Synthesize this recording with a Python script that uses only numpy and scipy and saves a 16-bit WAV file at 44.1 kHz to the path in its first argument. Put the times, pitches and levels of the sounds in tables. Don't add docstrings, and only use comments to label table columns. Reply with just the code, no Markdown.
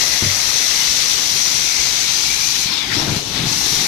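import sys
import numpy as np
from scipy import signal
from scipy.fft import rfft, irfft, next_fast_len
from scipy.io import wavfile
from scipy.ndimage import uniform_filter1d, map_coordinates

SR = 44100
rng = np.random.default_rng(int(sys.argv[2]) if len(sys.argv) > 2 else 0)


def dump(signal):
    limited = np.clip(np.atleast_2d(signal).T, -1, 1)
    pcm = np.round(limited * 32767).astype(np.int16)
    wavfile.write(sys.argv[1], SR, pcm)


N = 170667

# (frequency [Hz], level [dB])
RUMBLE_EQ = [(25, -25), (60, -21), (100, 1), (160, 1), (230, -1.5), (350, -4.5), (480, -18), (700, -18),
             (2000, -60)]
# (frequency [Hz], level [dB])
SCRUB_EQ = [(200, 2), (420, 1), (580, -1.5), (880, 1.5), (1100, -2.5), (1600, -6), (3000, -11), (9000, -28)]


def amp(db):
    return 10 ** (np.asarray(db) / 20)


def unit(x):
    return x / np.sqrt(np.mean(x ** 2) + 1e-20)


def along(points, hz):
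    freqs, values = np.transpose(points)
    return np.interp(np.log(hz + 1), np.log(freqs + 1), values)


def curves(rows, t=None):
    times, *columns = np.transpose(rows)
    return [np.interp(np.arange(N) / SR if t is None else t, times, column) for column in columns]


def wobble(rate):
    return map_coordinates(rng.standard_normal(4096), [np.arange(N) * rate / SR], mode="mirror")


def filtered(x, response):
    size = next_fast_len(N + SR // 2)
    return irfft(rfft(x, size) * response(np.fft.rfftfreq(size, 1 / SR)), size)[..., :N]


def add(out, start, x):
    i = round(start * SR)
    out[i:i + len(x)] += x[:N - i]


def pan_left(x):
    # (frequency [Hz], level [dB])
    left_lead = [(40, 3), (150, 5.5), (300, 6.8), (800, 6.7), (1500, 8.8), (2200, 11.7), (3200, 12),
                 (4200, 14), (5000, 13), (5900, 14.5), (6800, 8.8), (7700, 2.1), (8500, 4.9), (9500, 8),
                 (14000, 8)]

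    def gains(hz):
        right = amp(-along(left_lead, hz))
        return np.array([np.ones_like(hz), right]) * 2 / (1 + right)
    return filtered(x, gains)


def placed(pair):
    # (frequency [Hz], correlation [0-1])
    likeness = [(100, 0.85), (250, 0.8), (500, 0.5), (1000, 0.26), (2200, 0.24), (4500, 0.11),
                (8000, 0.0092), (14000, 0)]

    def mid_side_gains(hz):
        angle = np.arccos(np.clip(along(likeness, hz), -1, 1)) / 2
        return np.array([np.cos(angle), np.sin(angle)])
    mid, side = filtered(pair, mid_side_gains)
    out = pan_left(np.array([mid + side, mid - side]))
    return out / np.std(out.mean(axis=0))


def turbulence(shape):
    # (time [s], depth [dB])
    scoop_depth = [(0, 2.5), (.6, 2), (1.3, 6), (2.0, 9.5), (2.45, 14), (2.85, 10.5), (3.1, -1.5), (3.6, 9),
                   (3.87, 8)]
    scoop_hz, scoop_width_hz, patchy_db = 584, 94, 1.62
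    hz, t, spectrum = signal.stft(rng.standard_normal((2, N)), SR, nperseg=1024)
    hz = hz[:, None]
    patches = uniform_filter1d(rng.standard_normal(spectrum.shape[1:]), size=4, axis=0)
    patches = uniform_filter1d(patches, size=7, axis=1)
    scoop_db = curves(scoop_depth, t)[0] * np.exp(-((hz - scoop_hz) / scoop_width_hz) ** 2)
    spectrum = spectrum * shape(hz, t) * amp(patchy_db * unit(patches) - scoop_db)
    return signal.istft(spectrum, nperseg=1024)[1][:, :N]


def coloured(eq):
    noise = turbulence(lambda hz, t: 1)
    return placed(filtered(noise, lambda hz: amp(along(eq, hz))))


def resonant(track, width_hz):
    def peak(hz, t):
        centre_hz = curves(track, t)[0]
        return 1 / (1 + ((hz - centre_hz) / width_hz) ** 2)
    return placed(turbulence(peak))


def suction():
    # (time [s], level [dB])
    hiss_fader = [(0, -20.5), (.25, -22), (.62, -20.5), (1.2, -21.5), (1.42, -21), (2.0, -21.5),
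                  (2.45, -22.5), (2.645, -22.5), (2.68, -31.5), (2.86, -35.5), (2.99, -28), (3.05, -29.5),
                  (3.12, -28), (3.23, -28), (3.3, -32.5), (3.45, -31.5), (3.48, -23), (3.72, -21.5),
                  (3.87, -23)]
    # (time [s], level [dB])
    rush_fader = [(0, -22.8), (.27, -25), (.67, -22.8), (1.55, -23.8), (1.82, -23.4), (2.2, -24),
                  (2.62, -24.3), (2.78, -23), (2.86, -27), (2.95, -22), (3.06, -26.5), (3.17, -26),
                  (3.23, -28.5), (3.29, -25), (3.32, -26.5), (3.37, -22.3), (3.42, -26.5), (3.5, -23.7),
                  (3.87, -24)]
    # (time [s], level [dB])
    body_fader = [(0, -31.5), (.65, -31.5), (1.0, -33), (1.8, -32.5), (2.3, -33.5), (2.62, -33.5),
                  (2.8, -31), (3.0, -31), (3.18, -33), (3.23, -44), (3.31, -39), (3.36, -31), (3.55, -32),
                  (3.87, -32.5)]
    # (time [s], level [dB])
    fizz_fader = [(0, -27), (.45, -28), (1.1, -28), (1.6, -29), (1.98, -30.5), (2.25, -29.5), (2.63, -28.5),
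                  (2.72, -39), (2.85, -45), (2.98, -37), (3.1, -35.5), (3.16, -34.5), (3.43, -38.5),
                  (3.52, -30), (3.72, -26.5), (3.87, -28.5)]
    # (frequency [Hz], level [dB])
    hiss_eq = [(500, -46), (2000, -20), (3200, -23), (4000, -3.5), (5000, -2.5), (5500, -1), (6400, -1),
               (6800, -6.5), (7400, -9.5), (8200, -13), (10000, -23), (14400, -41)]
    rush_eq = [(500, -37), (1500, -15), (2050, -12), (2550, -6), (3000, -4.5), (3500, -1), (4200, -1),
               (4750, -3.5), (5300, -5), (6300, -11.5), (7200, -15), (14400, -35)]
    body_eq = [(200, -9.5), (450, -1.5), (850, 0), (1150, -0.5), (1550, -2), (2100, 2.5), (2700, 0.5),
               (3500, -13), (6000, -16)]
    fizz_eq = [(4000, -5), (7000, -3.5), (8500, -4), (10800, 1), (11600, -1), (14400, -3)]
    # (time [s], centre [Hz])
    nozzle_track = [(0, 5850), (.6, 5870), (1.5, 5800), (2.0, 6040), (2.3, 6000), (2.62, 5900), (2.8, 6000),
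                    (3.0, 5700), (3.15, 6030), (3.55, 5700), (3.87, 5830)]
    # (time [s], centre [Hz], level [dB])
    slot_track = [(0, 2010, -29.5), (.3, 2060, -31.5), (.65, 2100, -32.5), (1.0, 2090, -35),
                  (1.4, 2150, -36.5), (1.85, 2190, -29), (2.2, 2300, -36.5), (2.3, 2300, -31),
                  (2.42, 2340, -30), (2.6, 2420, -37), (2.85, 2230, -31), (3.0, 2120, -55),
                  (3.23, 2300, -41), (3.36, 2120, -46), (3.87, 2180, -33)]
    hiss_db, slot_db = curves(hiss_fader)[0], curves(slot_track)[1]
    flutter_db = 0.32 * wobble(21) + 0.34 * wobble(55) + 0.7 * wobble(400)
    hiss = amp(hiss_db - 1.5 + 0.26 * wobble(24.33)) * coloured(hiss_eq)
    nozzle = amp(hiss_db - 4 + 0.91 * wobble(24.76)) * resonant(nozzle_track, width_hz=470)
    rush = amp(curves(rush_fader)[0] - 1 + 0.63 * wobble(20)) * coloured(rush_eq)
    body = amp(curves(body_fader)[0] + 0.86 * wobble(29.94)) * coloured(body_eq)
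    fizz = amp(curves(fizz_fader)[0] - 1.5 + 0.5 * wobble(35)) * coloured(fizz_eq)
    slot = amp(slot_db - 2.5 + 1.95 * wobble(30.38)) * resonant(slot_track, width_hz=160)
    return amp(flutter_db) * (hiss + nozzle + rush + body + slot) + fizz


def wall_echoes(x):
    delays = [3.7, 6.1, 9.4, 13.3, 18.2]
    echo_db, drift_ms = -21, .35
    out = x.copy()
    for side in range(2):
        for ms in delays:
            lag = (ms * rng.uniform(.8, 1.2) + drift_ms * wobble(1)) * SR / 1000
            out[side] += amp(echo_db) * map_coordinates(x[side], [np.arange(N) - lag])
    return out * np.std(x) / np.std(out)


def machine_drone():
    # (frequency [Hz], level [dB])
    drone_eq = [(20, -30), (32, -15), (44, 3), (58, 7), (75, -1), (100, -2.5), (145, 3.5), (190, -3),
                (290, -0.5), (420, -11.5), (560, 1.5), (800, -12), (1500, -29), (6000, -50)]
    return amp(-40 + 0.4 * wobble(8.6)) * coloured(drone_eq)


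def thump():
    # (time [s], level [dB])
    knocks = [(0.2232, -19), (.252, -15)]
    # (frequency [Hz], level [dB], t60 [s])
    floor_modes = [(94.5, 0, 0.33), (140, 2.5, .12), (206, -0.5, .065), (296, -4, 0.064), (417, -7, 0.044)]
    attack_s, thud_t60, thud_trim_db, slap_db = .004, 0.14, -1.5, -7
    t = np.arange(N) / SR
    ring = sum(amp(db - 60 * t / t60) * np.sin(2 * np.pi * hz * t) for hz, db, t60 in floor_modes)
    floor, thud_envelope = np.zeros(N), np.zeros(N)
    for start, db in knocks:
        add(floor, start, amp(db - 2.5) * ring * (1 - np.exp(-t / attack_s)))
    start, db = knocks[0]
    add(thud_envelope, start, amp(db + thud_trim_db - 60 * t / thud_t60))
    thud_noise = coloured(RUMBLE_EQ) + amp(slap_db) * coloured(SCRUB_EQ)
    return pan_left(floor) + thud_envelope * thud_noise


def lip_drag():
    # (time [s], rumble level [dB], scrub level [dB])
    drag_faders = [(2.5, -60, -60), (2.7, -43, -67), (2.9, -36, -51), (2.97, -26, -29.5),
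                   (3.07, -26.5, -31), (3.15, -24, -33), (3.21, -38.5, -33), (3.3, -36.5, -38),
                   (3.38, -28, -39), (3.5, -32.5, -30), (3.59, -35.5, -41), (3.7, -31, -35.5),
                   (3.87, -37, -33)]
    # (time [s], level [dB])
    catches = [(2.657, -19), (3.021, -18), (3.12, -17), (3.166, -10), (3.351, -18), (3.4, -18),
               (3.468, -10)]
    bump_hz, bump_t60, attack_s = 140, 0.029, .003
    rumble_db, scrub_db = curves(drag_faders)
    judder_db = 2 * wobble(60)
    rumble = amp(rumble_db + judder_db) * coloured(RUMBLE_EQ)
    scrub = amp(scrub_db + judder_db / 2) * coloured(SCRUB_EQ)
    bumps, t = np.zeros(N), np.arange(SR // 5) / SR
    for start, db in catches:
        envelope = amp(db + 6 - 60 * t / bump_t60) * (1 - np.exp(-t / attack_s))
        add(bumps, start, envelope * np.sin(2 * np.pi * bump_hz * t))
    return rumble + scrub + pan_left(bumps)


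def slurps():
    # (peak time [s], half-length [s], centre [Hz], glide [Hz/s], level [dB])
    gaps = [(2.663, .14, 4150, 1198, -28), (2.736, .07, 5220, -2500, -27.5), (2.8, 0.11, 3530, -3200, -28),
            (2.921, .035, 1850, 0, -24.5), (2.942, 0.025, 5050, 0, -24.5), (2.97, 0.064, 3480, 1800, -35),
            (2.992, 0.032, 5450, 1500, -25), (3.37, 0.031, 4160, 0, -38), (3.465, .05, 3680, 0, -31)]
    roughness_db = 2
    out, t = np.zeros((2, N)), np.arange(N) / SR
    for peak_s, half_s, hz, glide, db in gaps:
        track = [(peak_s - half_s, hz - glide * half_s), (peak_s + half_s, hz + glide * half_s)]
        swell = np.exp(-2 * ((t - peak_s) / half_s) ** 2)
        out += amp(db + roughness_db * wobble(90)) * swell * resonant(track, width_hz=240)
    return out


def choke():
    at_s, width_s, depth_db = 3.235, .035, 4
    return amp(-depth_db * np.exp(-((np.arange(N) / SR - at_s) / width_s) ** 2))


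def scene():
    # (time [s], cut on the right [dB])
    right_cut = [(0, 0.7), (.8, -0.5), (1.7, 0.2), (2.7, 0.2), (3.1, .5), (3.87, -0.8)]
    air = wall_echoes(choke() * suction() + slurps())
    pan = np.array([np.ones(N), amp(-curves(right_cut)[0])])
    return air * pan + lip_drag() + thump() + machine_drone()


def record(dry):
    ceiling, knee, cutoff_hz = .85, 8, 14550
    clipped = dry / (1 + np.abs(dry / ceiling) ** knee) ** (1 / knee)
    return filtered(clipped, lambda hz: hz < cutoff_hz)


dry = scene()
out = record(dry)
dump(out)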